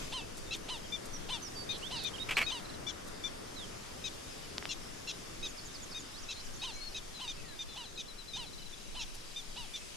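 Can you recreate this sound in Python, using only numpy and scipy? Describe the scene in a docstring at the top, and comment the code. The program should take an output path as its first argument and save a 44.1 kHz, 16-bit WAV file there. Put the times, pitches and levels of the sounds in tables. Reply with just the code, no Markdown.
"""Two prairie dogs call in alarm on open grassland: one with a high, clipped yip that breaks into
roughness, the other with a lower bark that rises and falls. Each voice is a stack of overtones
shaped by a throat. Further off, songbirds whistle and trill in gliding tones; calls and songs echo
faintly off the ground. Close by come a double rasp (tiny slips ringing a hard body), three dry
clicks and a few rustles in the grass. A light wind rumbles and hisses under it all."""
import sys
import numpy as np
from scipy import signal
from scipy.fft import rfft, irfft, next_fast_len
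from scipy.io import wavfile
from scipy.ndimage import uniform_filter1d, map_coordinates

SR = 44100
rng = np.random.default_rng(int(sys.argv[2]) if len(sys.argv) > 2 else 0)


def store_wav(level_fs):
    """Save 16-bit WAV to argv[1]."""
    pcm = np.round(np.clip(np.atleast_2d(level_fs), -1, 1) * 32767)
    wavfile.write(sys.argv[1], SR, pcm.T.astype(np.int16))


N = 439236


def amp(db):
    """Turn decibels into a gain."""
    return 10 ** (np.asarray(db) / 20)


def unit(x):
    """Scale a signal to an average (rms) level of 1."""
    return x / np.sqrt(np.mean(x ** 2) + 1e-20)


def along(points, hz):
    """Read between (frequency, value) points on a logarithmic frequency scale."""
    f, v = np.transpose(points)
    return np.interp(np.log(hz + 1), np.log(f + 1), v)


def curves(rows, size=N):
    """Turn each column after the time into a curve with one value per sample."""
    s, *cols = np.transpose(rows)
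    return [np.interp(np.arange(size) / SR, s, c) for c in cols]


def wobble(rate, size=N):
    """A smooth curve through `rate` random values a second."""
    return map_coordinates(rng.standard_normal(int(size * rate / SR) + 4), [np.arange(size) * rate / SR])


def filtered(x, response):
    """Give each frequency of x the gain that `response` returns for it."""
    m = next_fast_len(N + 8192)
    return irfft(rfft(x, m) * response(np.fft.rfftfreq(m, 1 / SR)), m)[..., :N]


def ringing(points, size=1024):
    """How a body with this tone colour rings after one sharp tap."""
    cepstrum = irfft(np.log(amp(along(points, np.fft.rfftfreq(size, 1 / SR))) + 1e-6))
    cepstrum[1:size // 2] *= 2
    cepstrum[size // 2 + 1:] = 0  # nothing sounds before the tap
    return irfft(np.exp(rfft(cepstrum)))


def add(out, s, sound, pan_db=0):
    """Mix a sound in at s seconds; a pan above zero is to the left, below zero to the right."""
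    part = out[:, max(0, round(s * SR)):][:, :len(sound)]
    ear_gains = amp([[pan_db / 2], [-pan_db / 2]]) / np.sqrt(np.cosh(pan_db * np.log(10) / 10) / 2 + 1 / 2)
    part += ear_gains * sound[:part.shape[1]]


# how wide the wind spreads between the ears: frequency_hz, side_over_middle_db
WIND_WIDTH = [(60, -2), (110, -13), (200, -6.5), (380, 0), (700, 7), (1290, -3), (2380, 0.5), (4400, -3),
              (8120, -1.5), (15000, -8)]


def air(colour, patchy_db):
    """Wide stereo noise with drifting louder and softer patches."""
    noise = signal.stft(rng.standard_normal((2, N)), nperseg=512)[2]
    patches = uniform_filter1d(rng.standard_normal(noise.shape[1:]), size=6, axis=0)
    patches = uniform_filter1d(patches, size=14, axis=1)
    pair = signal.istft(noise * amp(patchy_db * unit(patches)), nperseg=512)[1][:, :N]
    mid, side = filtered(pair, lambda hz: amp([along(colour, hz),
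                                               along(colour, hz) + along(WIND_WIDTH, hz)]))
    return np.array([mid + side, mid - side]) / np.std(mid)


# how the wind slowly slackens, before each layer's gain: time_s, rumble_db, rush_db, hiss_db
WIND_LEVELS = [(0.0, -48.5, -53, -50), (0.16, -53.5, -58.5, -56.5), (2.33, -51.5, -54.5, -55),
               (2.86, -53, -55.5, -57), (4.22, -54.5, -57.5, -55), (6.82, -57.5, -59, -56),
               (8.1, -58.5, -62.5, -58.5), (9.96, -59, -62, -54.5)]
# how hard the gusts buffet: time_s, level_db
GUST_LEVELS = [(0, -53), (1.2, -50.5), (1.7, -56), (2.25, -51), (3, -54.5), (6, -54.5), (6.6, -46.5),
               (7.9, -53), (9.96, -53)]
# tone colour of the four wind layers: frequency_hz, gain_db
BUFFET_COLOUR = [(5, -17), (14, 3.5), (28, -5), (50, -20.5), (90, -39), (200, -66)]
RUMBLE_COLOUR = [(25, -20), (55, 0), (110, 0), (160, -1), (300, -2), (420, -3.5), (600, -9.5), (780, -16.5),
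                 (1300, -78)]
RUSH_COLOUR = [(350, -35), (600, -4.5), (702, -3.5), (1180, 0), (1880, -3.5), (2200, -7.5), (2860, -25),
               (4840, -120)]
HISS_COLOUR = [(1290, -17.5), (2200, -3), (2590, -1), (3530, -0.5), (3770, -0.5), (3930, -3), (5100, 1),
               (5950, -1.5), (6670, -2.5), (7790, -6), (9560, -7), (13000, -15.5), (14000, -34),
               (15500, -45)]


def wind(rumble_gain_db=1.24, rush_gain_db=0.3, hiss_gain_db=2.5, lean_left_db=2.2):
    """Moving air: lumpy buffeting, a low rumble, a soft rush over the plain and hissing grass."""
    rumble_db, rush_db, hiss_db = curves(WIND_LEVELS)
    gust_db = curves(GUST_LEVELS)[0] + 1.5 * wobble(rate=7)
    buffet = amp(gust_db) * air(BUFFET_COLOUR, patchy_db=1.5)
    rumble = amp(rumble_db + rumble_gain_db + 0.83 * wobble(rate=7)) * air(RUMBLE_COLOUR, patchy_db=0.83)
    rush = amp(rush_db + rush_gain_db) * air(RUSH_COLOUR, patchy_db=0.67)
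    hiss = amp(hiss_db + hiss_gain_db) * air(HISS_COLOUR, patchy_db=1.35)
    return (buffet + rumble + rush + hiss) * amp([[lean_left_db / 2], [-lean_left_db / 2]])


# how long the echo takes to fade by 60 dB: frequency_hz, fade_s
ECHO_FADE = [(500, 0.4), (3000, 0.17), (10000, 0.54)]


def ground_echo(sound):
    """Ground and slopes scatter a sound into a blurred tail, different at each ear."""
    hz, t, noise = signal.stft(rng.standard_normal((2, SR // 2)), SR, nperseg=256)
    fade = amp(-60 * t / along(ECHO_FADE, hz)[:, None])
    tail = signal.istft(noise * fade, SR, nperseg=256)[1]
    return signal.fftconvolve(sound, tail / np.linalg.norm(tail[0]), axes=1)[:, :N]


def glide(points_hz, length_s):
    """A smooth pitch path through evenly spaced points."""
    knots = np.linspace(0, 1, len(points_hz))
    return np.polyval(np.polyfit(knots, points_hz, len(knots) - 1), np.linspace(0, 1, int(length_s * SR)))


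def whistle(pitch, edge):
    """A pure bird tone; it swells in and fades out, each over the share `edge` of its length."""
    u = np.linspace(0, 1, len(pitch))
    swell = np.sin(np.pi / 2 * np.clip(np.minimum(u, 1 - u) / edge, 0, 1))
    tone = np.sin(2 * np.pi * np.cumsum(pitch) / SR)
    return np.sqrt(2) * swell * amp(1.2 * wobble(91, len(u))) * tone


def far_birds(calls_per_s=1.2, typical_hz=3300, typical_s=0.06, fall=0.05, level_db=-58.5):
    """Faint, slightly falling whistles come at random from all over the plain."""
    out = np.zeros((2, N))
    count = round(calls_per_s * N / SR)
    for k, (late, high, long, side) in enumerate(rng.standard_normal((count, 4))):
        start_s = abs(k + 0.5 + late / 2) / calls_per_s
        hz = typical_hz * np.exp(0.2 * high)
        pitch = glide([hz, hz * (1 - fall)], typical_s * np.exp(0.28 * long))
        add(out, start_s, amp(level_db) * whistle(pitch, edge=0.37), pan_db=3 * side)
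    return out


SONGBIRD_PAN_DB = -7.5
# repeated bird notes: first_s, until_s, every_s, length_s, start_hz, middle_hz, end_hz, level_db
TWITTER_NOTES = [(2.647, 2.76, .044, .017, 4050, 4100, 3730, -49.5),
                 (5.478, 6.07, 0.17, 0.035, 7250, 6770, 6270, -49.5),
                 (5.57, 6, .17, .032, 5370, 4750, 4100, -46.5),
                 (6.13, 6.47, 0.22, .078, 3600, 4300, 6000, -51),
                 (6.217, 6.56, .23, .032, 7200, 6100, 5050, -52),
                 (6.535, 6.83, 0.2, .02, 7100, 6200, 5450, -52),
                 (6.558, 6.85, .195, .023, 5700, 6700, 7200, -52)]


def twitter(fade_per_repeat_db=-0.1):
    """A songbird sings quick notes a few times each, weaving high ones between low ones."""
    out = np.zeros((2, N))
    for first_s, until_s, every_s, length_s, *path_hz, level_db in TWITTER_NOTES:
        for repeat, start_s in enumerate(np.arange(first_s, until_s, every_s)):
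            note = whistle(glide(path_hz, length_s), edge=0.22)
            add(out, start_s, amp(level_db + fade_per_repeat_db * repeat) * note, SONGBIRD_PAN_DB)
    return out


# single whistles, bowed midway: start_s, length_s, start_hz, end_hz, bow_hz, level_db, pan_db
BIRD_WHISTLES = [(.169, 0.081, 2730, 2590, 0, -53, 0), (0.834, .04, 3010, 2700, 390, -53, -9),
                 (1.129, 0.047, 6000, 5440, 100, -43.5, -9), (1.417, 0.077, 6200, 4780, 296, -43.5, -9.5),
                 (1.55, 0.097, 4700, 4610, -62, -42, -8.5), (1.815, 0.075, 2540, 3740, 110, -40.5, -11),
                 (2.133, 0.034, 2880, 2640, 490, -42.5, -10), (2.18, 0.015, 2720, 3400, 0, -42.5, -8),
                 (2.195, 0.046, 3740, 3890, -80, -37, -9), (2.357, 0.025, 3960, 4200, 220, -40, -10),
                 (2.427, .033, 4370, 4230, 80, -41, -9), (3.553, .11, 4260, 2910, 5, -46, -9),
                 (6.32, .11, 4250, 3950, 50, -52, 9), (6.592, .035, 4370, 4400, 0, -48, 11),
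                 (6.7, .12, 4150, 4220, -71, -50, 11), (6.749, .083, 2270, 2220, 0, -56.5, 2),
                 (6.798, 0.1, 4140, 4160, 200, -42, 11), (7.42, .14, 2050, 1550, 0, -61.5, 0),
                 (7.677, 0.092, 3520, 3450, 40, -54, 2), (8.724, .023, 3470, 3300, 180, -50.5, 3)]
# buzzed notes: start_s, length_s, start_hz, end_hz, sweep_hz, sweeps_per_s, level_db
BIRD_BUZZES = [(1.698, 0.076, 3860, 3750, 500, 190, -44), (1.955, .125, 4570, 3636, 480.4, 78, -42.5)]


def songbirds(jitter_hz=130):
    """Birds whistle gliding tones; in two notes the pitch shakes so fast that it buzzes."""
    out = np.zeros((2, N))
    for start_s, length_s, start_hz, end_hz, bow_hz, level_db, pan_db in BIRD_WHISTLES:
        middle_hz = (start_hz + end_hz) / 2 + bow_hz
        pitch = glide([start_hz, middle_hz, end_hz], length_s)
        add(out, start_s, amp(level_db) * whistle(pitch, edge=0.24), pan_db)
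    for start_s, length_s, start_hz, end_hz, sweep_hz, sweeps_per_s, level_db in BIRD_BUZZES:
        centre = glide([start_hz, end_hz], length_s)
        sweep = sweep_hz * np.sin(2 * np.pi * sweeps_per_s * np.arange(len(centre)) / SR)
        pitch = centre + sweep + jitter_hz * wobble(900, len(centre))
        add(out, start_s, amp(level_db) * whistle(pitch, edge=0.11), SONGBIRD_PAN_DB)
    return out


# the sparrow's sliding opening notes, ever closer together: start_s
SLIDE_STARTS = [7.137, 7.476, 7.681, 7.84, 7.954, 8.077, 8.179, 8.276, 8.385, 8.46, 8.528, 8.578, 8.618,
                8.656]
# the path through one sliding note and through one trill note: pitch_hz
SLIDE_PITCH = [3950, 4080, 4000, 3910, 3800]
TRILL_PITCH = [4000, 3920, 3840]
# how the song swells and fades: time_s, level_db
SPARROW_LEVELS = [(7.14, -47), (7.5, -53), (8.25, -47), (8.7, -51), (9.93, -57)]


def sparrow(trill_start_s=8.7, trill_end_s=9.93, trill_per_s=28, trill_note_s=0.021, pan_db=11):
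    """Sliding notes speed up and shorten like a bouncing ball, then run out in an even, fading trill."""
    out = np.zeros((2, N))
    times_s, levels_db = np.transpose(SPARROW_LEVELS)
    for start_s, gap_s in zip(SLIDE_STARTS, np.diff(SLIDE_STARTS + [trill_start_s])):
        level_db = np.interp(start_s, times_s, levels_db)
        length_s = min(0.5 * gap_s, 0.068)
        add(out, start_s, amp(level_db) * whistle(glide(SLIDE_PITCH, length_s), edge=0.22), pan_db)
    for start_s in np.arange(trill_start_s, trill_end_s, 1 / trill_per_s):
        level_db = np.interp(start_s, times_s, levels_db) + rng.standard_normal()
        add(out, start_s, amp(level_db) * whistle(glide(TRILL_PITCH, trill_note_s), edge=0.76), pan_db)
    return out


# rustles, before the grass colours them: start_s, length_s, level_db
GRASS_RUSTLES = [(0.361, 0.04, -51), (0.531, 0.051, -53), (1.045, .035, -53.5), (1.777, 0.013, -51),
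                 (2.033, 0.016, -46), (3.065, 0.033, -55), (4.13, .03, -60), (9.132, 0.049, -55.5)]
# tone colour of the grass: frequency_hz, gain_db
GRASS_COLOUR = [(300, 6), (900, 11), (2000, -2), (4000, 6), (8000, 7.5), (12000, 4), (15000, -18)]


def rustles(crackle_db=4.6):
    """Grass blades crackle in brief clumps: puffs of noise whose level flickers fast."""
    out = np.zeros((2, N))
    for start_s, length_s, level_db in GRASS_RUSTLES:
        size = int(length_s * SR)
        crackle = rng.standard_normal(size) * amp(crackle_db * wobble(1180, size))
        add(out, start_s, amp(level_db) * np.hanning(size) * unit(crackle))
    return filtered(out, lambda hz: amp(along(GRASS_COLOUR, hz)))


# dry clicks, before they are coloured: start_s, level_db, ring_hz, fade_s
DRY_CLICKS = [(4.582, -14.5, 4420, 0.0013), (4.626, -27, 1920, 0.0031), (4.655, -16.5, 2740, 0.0012)]
# tone colour of the clicks: frequency_hz, gain_db
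CLICK_COLOUR = [(150, -22), (600, 1.5), (5500, 2), (8000, -5), (12000, -23)]


def clicks(knock_gain=0.26, knock_hz=900, knock_fade_s=0.00079):
    """Each click is a ring that dies within a few cycles, over a duller knock."""
    out = np.zeros((2, N))
    t = np.arange(512) / SR
    for start_s, level_db, ring_hz, fade_s in DRY_CLICKS:
        ring = amp(-60 * t / fade_s) * np.sin(2 * np.pi * ring_hz * t)
        knock = knock_gain * amp(-60 * t / knock_fade_s) * np.sin(2 * np.pi * knock_hz * t)
        add(out, start_s, amp(level_db) * (ring + knock))
    return filtered(out, lambda hz: amp(along(CLICK_COLOUR, hz)))


# the pushes that make up the double rasp: start_s, length_s, level_db, tightness (0 to 1)
RASP_PUSHES = [(2.288, 0.01, -32, 0.3), (2.307, 0.023, -29.5, .8), (2.368, 0.025, -25, 0.54),
               (2.397, 0.017, -30.5, 0), (2.415, 0.016, -27.5, 0)]
# tone colour of the hard body and of the treble it spits: frequency_hz, gain_db
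BODY_COLOUR = [(150, -40), (360, -14.5), (700, -17), (1150, -13.5), (1600, -11), (2000, -9.5), (2280, 2),
               (2500, -3.5), (2700, -11), (3050, -6), (3450, -21), (4800, -22.5), (15000, -39.5)]
SPIT_COLOUR = [(2000, -28), (4500, -24), (6600, -12), (7800, 6), (9300, -10), (11300, -1), (15000, -31)]


def rasp(slips_per_s=800, tight_pitch_ratio=1.1, spit_db=-21,
         attack_s=0.002, sag_db_per_s=130, release_db_per_s=1300):
    """Crowded, uneven slips ring a hard body, higher when contact is tight; hard pushes spit treble."""
    t = np.arange(N) / SR
    gaps, sizes = rng.standard_normal((300, 2)).T
    slip_times = RASP_PUSHES[0][0] + np.cumsum(np.exp(0.45 * gaps)) / slips_per_s
    slips = np.bincount((slip_times * SR).astype(int), amp(1.8 * sizes), N)[:N]
    slipping = (t > slip_times[0]) & (t < slip_times[-1])
    # every push bites at once, sags and lets go; the strongest one sets force and tightness
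    start_s, length_s, level_db, tightness = np.transpose(RASP_PUSHES)[:, :, None]
    age_s = np.clip(t - start_s, 0, 1)
    fall_db = sag_db_per_s * age_s + release_db_per_s * np.maximum(age_s - length_s, 0)
    pushes = np.minimum(age_s / attack_s, 1) * amp(level_db - fall_db)
    force = pushes.max(axis=0)
    tight = np.clip(tightness.ravel(), 0, 1)[pushes.argmax(axis=0)]
    loose_ring = signal.fftconvolve(slips, ringing(BODY_COLOUR))[:N]
    tight_ring = signal.fftconvolve(slips, ringing(np.array(BODY_COLOUR) * [tight_pitch_ratio, 1]))[:N]
    body = (1 - tight) * loose_ring + tight * tight_ring
    # each slip is a crumbling contact: a burst of noise that is gone within 3 ms
    contact = signal.fftconvolve(slips, amp(-60 * np.arange(256) / SR / 0.003))[:N]
    crumble = signal.fftconvolve(contact * rng.standard_normal(N), ringing(SPIT_COLOUR))[:N]
    spit = amp(spit_db) * np.sqrt(force / force.max()) * crumble / np.std(crumble[slipping])
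    return force * (body / np.std(body[slipping]) + spit)


def voice(pitch, rough, bright_db, tilt_db, throat, jitter, doubling, flutter, harmonics=11):
    """Overtones pass through a throat; a rough voice shakes in pitch and level and adds tones between."""
    size = len(pitch)
    phase = 2 * np.pi * np.cumsum(pitch * (1 + jitter * rough * wobble(1502, size))) / SR
    multiple = np.arange(2, 2 * harmonics + 1)[:, None] / 2  # the in-between ones sound only when rough
    hz = multiple * pitch
    treble = np.clip((hz - 4000) / 1500, 0, 1)
    colour_db = along(throat, hz) + tilt_db * np.log2(hz / 3700) + bright_db * treble
    # the upper overtones waver more than the lower ones
    shimmer_db = 2 * np.array([wobble(81, size) for _ in multiple]) * np.clip(multiple / 6, 0, 1)
    strength = amp(colour_db + shimmer_db) * np.where(multiple % 1 == 0, 1, doubling * rough)
    tone = np.sqrt(2) * (strength * np.sin(multiple * phase)).sum(0)
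    return tone * (1 + flutter * rough * wobble(908, size))


# the barks, before shape and throat act on them: start_s, pitch_hz, level_db
BARK_CALLS = [(.118, 1046, -37.5), (0.683, 1027, -39), (1.286, 1040, -38.5), (1.904, 1026, -38.5),
              (2.5, 1036, -38.5), (6.62, 1064, -40), (7.194, 1047, -41.5), (7.757, 1037, -42.5),
              (8.357, 1043, -42.5), (8.945, 1019, -43.5), (9.557, 1015, -43)]
# the shape of one bark: time_s, pitch_ratio, gain_db, roughness (0 to 1)
BARK_SHAPE = [(0, 0.53, -11, 1), (.008, 0.77, -0.5, .6), (.022, 0.97, 5, 0.36), (.035, 1, 3, .08),
              (.055, 0.93, 2, 0.2), (.08, .87, -2.5, 0.3), (.098, 0.75, -8.5, 0.4), (.115, 0.65, -19, .2)]
# how the barker's throat colours its voice: frequency_hz, gain_db
BARK_THROAT = [(600, -7.5), (1000, -14.5), (1400, -16), (2050, -27.5), (2600, -11.5), (3100, -6),
               (4000, -11), (4600, -15), (5200, -25), (6200, -21.5), (7200, -31.5), (8500, -24.5),
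               (12000, -44)]


def barking_prairie_dog(brightening=0.3):
    """Each bark scoops up from a hoarse start, clears and slides down; louder ones are brighter."""
    out = np.zeros((2, N))
    bend, shape_db, roughness = curves(BARK_SHAPE, int(BARK_SHAPE[-1][0] * SR))
    roughness = np.clip(roughness, 0.17, 1)  # never fully clear
    average_db = np.mean(BARK_CALLS, axis=0)[2]
    for start_s, pitch_hz, level_db in BARK_CALLS:
        pitch = pitch_hz * bend * (1 + 0.008 * wobble(45, len(bend)))
        bright_db = brightening * (level_db - average_db)
        bark = voice(pitch, roughness, bright_db, tilt_db=0, throat=BARK_THROAT,
                     jitter=0.07, doubling=0.4, flutter=0.25)
        add(out, start_s, amp(level_db + shape_db + wobble(70, len(bend))) * bark)
    return out


# the yips, before shape and throat act on them:
# start_s, pitch_hz, level_db, pan_db, force (0 to 1), tilt_db_per_octave
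YIP_CALLS = [(.508, 1297, -36, 1.5, 1, -7.5), (0.921, 1190, -36.5, 9, 0, -4),
             (1.32, 1171, -34, 17.5, 0.28, -3), (1.69, 1236, -33.5, 13, 0.06, -3),
             (2.045, 1215, -33.5, 13.5, 0.46, -4), (2.463, 1255, -31.5, 13, 0.3, -4),
             (2.866, 1150, -34, 12, 0.48, -0.5), (3.237, 1184, -34, 11.5, 0, 4),
             (4.039, 1255, -35.5, 6.5, 0.55, 1.5), (4.689, 1360, -35.5, 6, 1, 0),
             (5.071, 1334, -37.5, 1.5, 1, -1.5), (5.427, 1264, -37, 1, 0.38, 1),
             (5.945, 1244, -41, 2, 0, 3), (6.287, 1310, -38.5, 1, 0.68, 0), (6.616, 1261, -40, 0, 0.6, 0),
             (6.944, 1265, -40, 0.5, 0.67, 0.5), (7.276, 1218, -41, 0, 0.47, 2),
             (7.589, 1206, -42.5, 0, 0.38, 3), (7.974, 1247, -41.5, 1, 0.68, 0.5),
             (8.333, 1220, -42, 1, 0.58, 2), (8.992, 1327, -39, 0, 0.97, -1), (9.359, 1210, -42, 0, 0, 4),
             (9.736, 1173, -43, 0, 0.76, 1.5)]
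# the shape of one yip, before force acts on it: time_s, pitch_ratio, gain_db, roughness, treble_db
YIP_SHAPE = [(0, 0.992, -12, 0.22, -4), (.003, .975, 1, 0.19, -4), (.015, 1, 2.5, .2, -5),
             (.027, 1.005, 1.5, 1.1, 1), (.036, .99, -2.5, 1, 2.5), (.044, .92, -3, 0.89, 1.5),
             (.052, .82, -12, .5, -4)]
# how the yipper's throat colours its voice: frequency_hz, gain_db
YIP_THROAT = [(1200, -38), (2000, -34), (2350, -14), (2650, -10), (3100, -7.5), (3600, 0.5), (4100, -9),
              (4700, -20.5), (5400, -15.5), (6000, -11.5), (6900, -19.5), (7700, -35), (12000, -60)]


def yipping_prairie_dog(soft_treble_db=-0.5, forced_treble_db=6.5, soft_droop=0.596, forced_droop=0.5825):
    """Yips start nearly clean; forced ones overshoot in pitch, turn rough and bright and droop more."""
    out = np.zeros((2, N))
    bend, shape_db, roughness, treble_db = curves(YIP_SHAPE, int(YIP_SHAPE[-1][0] * SR))
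    t = np.arange(len(bend)) / SR
    overshoot = 0.0527 * np.exp(-((t - 0.011) / 0.0076) ** 2)  # a pitch bump 11 ms into the yip
    for start_s, pitch_hz, level_db, pan_db, force, tilt_db in YIP_CALLS:
        droop = soft_droop + forced_droop * force
        pitch = pitch_hz * bend ** droop * (1 + force * overshoot)
        bright_db = treble_db + soft_treble_db + forced_treble_db * force
        yip = voice(pitch, force * roughness, bright_db, tilt_db, YIP_THROAT,
                    jitter=0.056, doubling=0.7, flutter=0.17)
        add(out, start_s, amp(level_db + shape_db) * yip, pan_db)
    return out


def scene():
    """Mix the prairie dogs and birds, their faint echo, the nearby noises and the wind."""
    dogs = yipping_prairie_dog() + barking_prairie_dog()
    birds = songbirds() + twitter() + sparrow() + far_birds()
    echo = ground_echo(amp(-18) * dogs + amp(-9.5) * birds)
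    return dogs + birds + echo + rasp() + clicks() + rustles() + wind()


def record(dry):
    """Cut away the very highest treble, from 14900 Hz up."""
    return filtered(dry, lambda hz: hz < 14900)


dry = scene()
out = record(dry)
store_wav(out)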